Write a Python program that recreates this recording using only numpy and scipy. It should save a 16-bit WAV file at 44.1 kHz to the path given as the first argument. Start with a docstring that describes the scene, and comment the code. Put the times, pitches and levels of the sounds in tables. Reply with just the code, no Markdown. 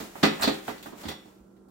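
"""A metal-framed chair is settled onto a stack in a living room, a little to the right; a fan hums throughout.
After light contact it lands with a loud clunk, its tubes scrape down the frame below, it seats with a second
clunk and is nudged home with lighter knocks, and a loose tube rings on. The seats rub in between.
Knocks are decaying noise bands plus struck sine modes; scrapes are random slips through a resonator;
rubbing and air are coloured noise; the fan is wavering sines."""
import sys
import numpy as np
from scipy import signal
from scipy.io import wavfile
from scipy.ndimage import uniform_filter1d

SR = 44100
rng = np.random.default_rng(int(sys.argv[2]) if len(sys.argv) > 2 else 0)


def transcribe(u):
    """Save the signal u as a 16-bit wav file named by the first command-line argument.

    u: samples, shape (n,) or (channels, n), limited to [-1, 1]; the rate is SR.
    q: integer samples, one column per channel.
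    """
    v = np.clip(np.atleast_2d(u).T, -1, 1)
    q = np.round(v * 32767).astype(np.int16)
    wavfile.write(sys.argv[1], SR, q)


N = 74970
TIME = np.arange(N) / SR
EDGES_HZ = 25 * 2 ** (np.arange(29) / 3)  # third octaves
CENTRES_HZ = np.sqrt(EDGES_HZ[1:] * EDGES_HZ[:-1])

# frame meets frame: start_s, rise_s, modes_db, favoured_mode_hz, body_db, knock_db, clack_db, clank_db, tick_db
KNOCKS = [ (0.001, 0.0017, -42.5, 214, -33.5, -43, -48, -44.5, -83),
          (0.153, 0.0038, -59, 327, -42.5, -40.5, -48, -80, -56),
          (0.228, 0.0078, -16.5, 203, -18, -23, -21.5, -19.5, -37.5),
          (0.241, 0.0029, -33.5, 406, -22.5, -23, -21, -43, -55),
          (0.395, 0.0023, -55, 250, -50, -36.5, -42, -59.5, -62.5),
          (0.409, 0.0024, -57.5, 400, -45.5, -34, -40.5, -47, -46),
          (0.420, 0.0074, -40, 403, -35, -24, -29, -32, -36),
          (0.431, 0.012, -31.5, 503, -38, -32.5, -30.5, -24.5, -61),
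          (0.473, 0.0037, -24.5, 360, -24.5, -29, -28.5, -27.5, -45),
          (0.581, 0.00145, -58, 390, -84, -65, -66, -57, -60),
          (0.6794, .002, -38.5, 420, -33.5, -30, -36, -46, -51),
          (0.6908, 0.0011, -53, 400, -49, -43, -66, -46, -58),
          (0.709, 0.0031, -59, 400, -54, -71, -46, -60, -60),
          (0.774, 0.0077, -70, 400, -67, -67, -62, -51.5, -68),
          (0.8263, .001, -66, 400, -44, -63, -48.5, -47.5, -52),
          (0.857, 0.004, -45, 280, -38, -40, -48.5, -57.5, -56),
          (0.919, 0.014, -55.5, 307, -40.5, -44.5, -58, -60, -70),
          (1.031, .006, -52, 300, -48, -43, -52, -46.5, -74),
          (1.052, 0.0044, -43, 219, -34, -50, -44.5, -45.5, -76),
          (1.080, 0.0088, -40, 222, -36.5, -41, -38.5, -36.5, -46.5),
          (1.105, 0.012, -50, 402, -51, -40, -48, -46, -65),
          (1.253, 0.0045, -59.5, 300, -51.5, -53, -95, -62, -72),
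          (1.563, 0.0018, -78.5, 400, -68, -81, -74.5, -74, -82),
          (1.683, 0.0029, -75.5, 400, -68, -67, -84.5, -74, -74)]


def amp(db):
    """Decibels to gain."""
    return 10 ** (np.asarray(db) / 20)


def at_hz(points, hz):
    """Read a table on a log-frequency axis."""
    table_hz, values = np.transpose(points)
    return np.interp(np.log(hz), np.log(table_hz), values)


def pan(db):
    """Left and right gains: db down on the left, db up on the right."""
    return amp([[-db], [db]])


def dying(t60_s):
    """Exponential decay from the first sample, 60 dB in t60_s."""
    return amp(-60 * TIME / t60_s)


def convolve(x, response):
    """Play a signal through a response."""
    return signal.fftconvolve(np.atleast_2d(x), response, axes=-1)[:, :N]


def drift(knots_per_s):
    """Random line through 400 knots of spread 1; holds the last one once they run out."""
    knots = rng.standard_normal(400)
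    return np.interp(TIME * knots_per_s, np.arange(len(knots)), knots)


def stereo_noise(hz):
    """White noise, as alike in both channels as the room makes it at this pitch."""
    # pitch_hz, left_right_correlation
    likeness = [(60, 0.9), (170, 1), (300, 0.52), (600, .2), (1500, 0), (12000, 0.072)]
    alike = np.clip(at_hz(likeness, hz), -.99, .99)
    mid, side = rng.standard_normal((2, N))
    return np.sqrt((1 + alike) / 2) * mid + np.sqrt((1 - alike) / 2) * side * [[1], [-1]]


def band(x, index):
    """One third-octave band; unit white noise comes out at 0 dB per octave."""
    lo_hz, hi_hz = EDGES_HZ[index], EDGES_HZ[index + 1]
    sos = signal.butter(2, [lo_hz, hi_hz], "band", fs=SR, output="sos")
    return signal.sosfilt(sos, x + 1e-18) * np.sqrt(SR / 6 / (hi_hz - lo_hz))


def knock_db(hz):
    """Level of every knock at one pitch."""
    # pitch_hz of body, knock, clack, clank, tick
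    knock_hz = [250, 900, 2300, 4600, 11000]
    return np.array([np.interp(np.log(hz), np.log(knock_hz), row[4:]) for row in KNOCKS])


def blows(db):
    """One impulse for each knock, halfway through its rise."""
    rows, out = np.array(KNOCKS), np.zeros(N)
    strike_s = rows[:, 0] + rows[:, 1] / 2
    out[(strike_s * SR).astype(int)] = amp(db)
    return out


def mode(hz, t60_s, lag_rad):
    """A sine that swells briefly and dies, lagging in the right channel."""
    rise_s = 0.0018
    envelope = dying(t60_s) * (1 - np.exp(-TIME / rise_s))
    return envelope * np.sin(2 * np.pi * hz * TIME - np.array([[0], [lag_rad]]))


def damped(start_s, hz, db, t60_s, rise_s):
    """One quickly dying resonance struck at start_s."""
    age_s = np.maximum(TIME - start_s, 0)
    envelope = np.interp(age_s, TIME, dying(t60_s)) * (1 - np.exp(-age_s / rise_s))
    return amp(db) * envelope * np.sin(2 * np.pi * hz * age_s)


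def fan():
    """Slightly wavering fan and mains tones over a soft rush of air."""
    # tones before trim and pan: pitch_hz, level_db (rms)
    hum = [(64.6, -74), (118.4, -73), (193.8, -60), (328.4, -67), (376.8, -73.5), (495.3, -80), (1357, -80)]
    # room floor before pan: pitch_hz, level_db_per_octave
    air_floor = [(25, -91), (40, -80.5), (60, -74.5), (110, -77.5), (200, -63), (350, -58.5), (600, -67.5),
                 (1000, -70), (1400, -73), (1900, -94), (5000, -85.5), (8000, -80), (15000, -87)]
    trim_db, waver, waver_knots_per_s, pan_db = 0.5, .1, 4.2, 1.9
    tones = np.zeros(N)
    for hz, db in hum:
        level = amp(db + trim_db) * np.sqrt(2) * (1 + waver * drift(waver_knots_per_s))
        tones += level * np.sin(2 * np.pi * (hz * TIME + rng.random()))
    air = np.zeros((2, N))
    for k, hz in enumerate(CENTRES_HZ):
        air += band(stereo_noise(hz), index=k) * amp(at_hz(air_floor, hz))
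    return (tones + air) * pan(pan_db)


def rubbing():
    """Grainy hiss of the seats sliding over each other: coloured noise with a flickering level."""
    # strength as the chair is handled, before colour: time_s, level_db
    rub = [(0, -45), (.12, -57), (.22, -50.5), (.38, -50.5), (.55, -49.5), (.62, -56.5), (.68, -49),
           (.76, -55.5), (.82, -60), (.88, -54.5), (.94, -63.5), (1.01, -51), (1.08, -53.5), (1.2, -67),
           (1.3, -65.5), (1.46, -78), (1.7, -87)]
    # added to the strength: pitch_hz, level_db_per_octave
    colour = [(100, -18.5), (300, -2), (1000, -2.5), (2500, -3.5), (5000, -5), (7500, -1.5), (10000, -8),
              (15000, -1.5)]
    flicker_db, flicker_knots_per_s = 1, 120
    level = amp(np.interp(TIME, *np.transpose(rub)) + flicker_db * drift(flicker_knots_per_s))
    out = np.zeros((2, N))
    for k, hz in enumerate(CENTRES_HZ):
        out += band(stereo_noise(hz) * level, index=k) * amp(at_hz(colour, hz))
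    return out


def tube_rings():
    """A loose tube is left ringing, in clusters of close partials that beat."""
    # clusters: centre_hz, half_spread_hz, level_db (peak of one partial before division by root count), t60_s
    clusters = [(3470, 125, -40.5, .4), (1940, 80, -50, .25)]
    struck_s = 1.09
    places = np.linspace(-1, 1, 9)
    out = np.zeros((2, N))
    for hz, spread_hz, db, t60_s in clusters:
        decay = np.interp(TIME - struck_s, TIME, dying(t60_s), left=0)
        for place in places:
            partial_hz = hz + spread_hz * (place + .1 * rng.standard_normal())
            phase_rad = rng.uniform(0, 2 * np.pi, (2, 1))
            partial = np.sin(2 * np.pi * partial_hz * TIME + phase_rad)
            out += amp(db) * partial / np.sqrt(len(places)) * decay
    return out


def scrapes():
    """Quick slips of tube on tube drive one narrow metal resonance, which hangs in the room."""
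    # slides: start_s, length_s, level_db (rms over length, before direct and tail gains), squeal_hz, width_hz
    slides = [(0.408, 0.014, -34, 7630, 439), (0.421, .019, -23.5, 4257, 298)]
    slips_per_s, direct_db, tail_db, tail_t60_s = 1400, -6, -3, 0.22
    dry = np.zeros(N)
    for start_s, length_s, db, hz, width_hz in slides:
        stroke = np.sin(np.pi * np.clip((TIME - start_s) / length_s, 0, 1)).clip(0) ** .5
        slips = (rng.random(N) < slips_per_s / SR) * rng.standard_normal(N) * stroke
        radius = np.exp(-np.pi * width_hz / SR)  # of the resonator's pole pair
        poles = [1, -2 * radius * np.cos(2 * np.pi * hz / SR), radius ** 2]
        squeal = signal.lfilter([1, 0, -1], poles, slips + 1e-18)
        dry += amp(db) * squeal * np.sqrt(length_s * SR / (np.sum(squeal ** 2) + 1e-12))
    tail = rng.standard_normal((2, N)) * dying(tail_t60_s)
    tail /= np.sqrt(np.sum(tail ** 2, axis=1, keepdims=True))
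    return amp(direct_db) * dry + amp(tail_db) * convolve(dry, tail)


def floor_thuds():
    """The legs press on the floor, which answers with a few slow damped cycles."""
    # before rise and pan: start_s, pitch_hz, level_db, t60_s
    thuds = [(0.001, 58, -42.5, 0.1), (0.23, 65, -45, 0.17), (0.399, 82, -40, 0.19),
             (0.434, 71.7, -39.5, 0.26), (1.064, 80.3, -31.5, 0.166), (1.402, 56, -47.5, 0.17)]
    return sum(damped(*row, rise_s=0.01) for row in thuds) * pan(1.2)


def seat_bumps():
    """A padded seat meets the one below: the dull damped punch in the heavy clunks."""
    # before rise and pan: start_s, pitch_hz, level_db, t60_s, pan_db (up right, down left)
    bumps = [(0.2325, 233, -35, 0.18, -3), (0.4745, 281, -15, 0.053, -2.5), (0.4755, 638, -19, 0.028, 8.5),
             (0.682, 710, -21, 0.025, 10), (0.682, 288.6, -30.5, 0.059, -1)]
    return sum(damped(*row[:4], rise_s=0.0049) * pan(row[4]) for row in bumps)


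def steel_modes():
    """Every knock rings the steel tubes, whose partials reach the two channels out of step."""
    # before spread and pan: pitch_hz, level_db (against the knock at that pitch)
    partials = [(1638, -19.5), (1855, -13.5), (1990, -12.5), (2186, -24.5), (2538, -15.5), (2762, -15.5),
                (3290, -19), (3460, -14), (3664, -14.5), (3727, -14.5), (3820, -19.5), (4124, -13),
                (4690, -25.5), (5561, -13.5)]
    t60_s, spread_db = .33, 3
    out = np.zeros((2, N))
    for hz, db in partials:
        struck = blows(knock_db(hz) + db + spread_db * rng.standard_normal(len(KNOCKS)))
        sign = rng.choice([-1, 1])
        out += sign * convolve(struck, mode(hz, t60_s, rng.uniform(-np.pi, np.pi)))
    return out * pan(1.2)


def seat_modes():
    """Knocks strike the modes of seat and back; the spot that is hit favours those near one pitch."""
    # before trim, fall, spread and pan: pitch_hz, level_db (against modes_db), t60_s, right_lag_rad,
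    # pan_db (up right, down left)
    resonances = [(160.6, -4, .27, 0.17, 1), (213.9, 1, 0.24, -0.14, 0), (279.4, 4, 0.18, -0.9, 0),
                  (298, 5.5, .08, -0.035, 1), (308.3, 0.5, 0.21, 0.092, 4.5), (392.6, -4.5, 0.4, -2.5, -4),
                  (432.3, -2, 0.27, -0.24, 5), (500.4, -3.5, 0.13, 1.7, 4.5), (534, -4, 0.34, 1.6, 1.5),
                  (666, -4, 0.17, 0.32, 6.5), (747, -9, 0.38, -0.6, 1), (783.6, -7, 0.39, -1, 2.5),
                  (865.6, -11.5, .27, -0.25, 7), (1230, -6.5, .29, 1.8, 6)]
    trim_db, spread_db, fall_db_per_oct = 0.5, 1.0, 5
    rows, out = np.array(KNOCKS), np.zeros((2, N))
    chance = rng.standard_normal((len(rows), len(resonances)))
    for k, (hz, db, t60_s, lag_rad, pan_db) in enumerate(resonances):
        octaves_off = np.abs(np.log2(hz / rows[:, 3]))
        level_db = rows[:, 2] + db + trim_db - fall_db_per_oct * octaves_off
        struck = blows(level_db + spread_db * chance[:, k])
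        out += (-1) ** k * convolve(struck, mode(hz, t60_s, lag_rad)) * pan(pan_db)
    return out


def clatter():
    """Each knock cracks and sets the dense ring of the frames going, which passes into the room's tail."""
    # crack straight from the chair: pitch_hz, level_db (against the ring)
    direct_level = [(150, -4), (350, 0), (700, -1), (1500, 4.5), (4000, -12.5), (12000, -8)]
    # pitch_hz, pan_db (up right, down left)
    direct_pan = [(150, -1), (350, 1.5), (700, 5), (1500, 1.5), (12000, 2)]
    # dense upper ring, colours crack and room too: pitch_hz, level_db
    ring_colour = [(30, -35), (70, -28.5), (110, -17), (170, -9), (300, -1.5), (600, -5.5), (1000, 0),
                   (1800, -1), (2800, -2.5), (4200, 3), (5800, -5), (7700, 2), (9500, -4), (15000, 6.5)]
    # pitch_hz, pan_db (up right, down left)
    ring_pan = [(70, 1.2), (250, 3), (600, 6.2), (1200, 1), (3000, 0.4), (12000, 1)]
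    # before build-up: pitch_hz, level_db (against the first ring)
    room_level = [(70, -9.5), (250, -5.5), (1000, -11), (3000, -6), (6000, -3), (13000, -24)]
    # pitch_hz, t60_s
    room_t60 = [(70, 0.33), (250, .52), (1000, .48), (3000, 0.44), (6000, 0.17), (13000, 1)]
    direct_t60_s, ring_t60_s, room_build_s = 0.015, 0.17, 0.036
    far_db, far_t60_s = -39.5, 0.83
    grain_db, grain_knots_per_s, even_s = -1.5, 700, 0.059

    # each push grows linearly over its rise, then stops; unit sum
    pushes = np.array([np.maximum(TIME - row[0], 0) * (TIME < row[0] + row[1]) for row in KNOCKS])
    pushes /= pushes.sum(axis=1, keepdims=True) + 1e-12
    grain = amp(grain_db * drift(grain_knots_per_s))
    grain /= np.sqrt(np.mean(grain ** 2))
    far = amp(far_db) * dying(far_t60_s)
    out = np.zeros((2, N))
    for k, hz in enumerate(CENTRES_HZ):
        crack = amp(at_hz(direct_level, hz)) * dying(direct_t60_s) * pan(at_hz(direct_pan, hz))
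        ring = dying(ring_t60_s) * pan(at_hz(ring_pan, hz))
        build = 1 - np.exp(-TIME / room_build_s)
        room = amp(at_hz(room_level, hz)) * dying(at_hz(room_t60, hz)) * build
        drive = amp(knock_db(hz) + at_hz(ring_colour, hz)) ** 2 @ pushes
        power = convolve(drive, crack ** 2 + ring ** 2 + room ** 2 + far ** 2)
        dense = band(stereo_noise(hz) * grain, index=k)
        # even out slow level swings; 3 bands per octave
        local_power = uniform_filter1d(np.mean(dense ** 2, axis=0), size=int(even_s * SR))
        dense /= np.sqrt(3 * local_power + 1e-9)
        out += dense * np.sqrt(np.abs(power))
    return out


def with_dips(x):
    """Narrow valleys in the spectrum, cut by notch filters."""
    # pitch_hz, q
    dips = [(132, 12), (188, 11), (474, 3.2), (1000, 27), (5250, 12)]
    for hz, q in dips:
        x = signal.lfilter(*signal.iirnotch(hz, q, fs=SR), x)
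    return x


def scene():
    """The chairs and the room behind them."""
    knocks = with_dips(clatter()) + seat_modes() + steel_modes() + seat_bumps() + floor_thuds()
    return knocks + scrapes() + tube_rings() + rubbing() + fan()


def record(dry):
    """Steep elliptic low-pass."""
    cutoff_hz, ripple_db, stop_db = 15870, .1, 80
    sos = signal.ellip(12, ripple_db, stop_db, cutoff_hz, fs=SR, output="sos")
    return signal.sosfilt(sos, dry)


dry = scene()
out = record(dry)
transcribe(out)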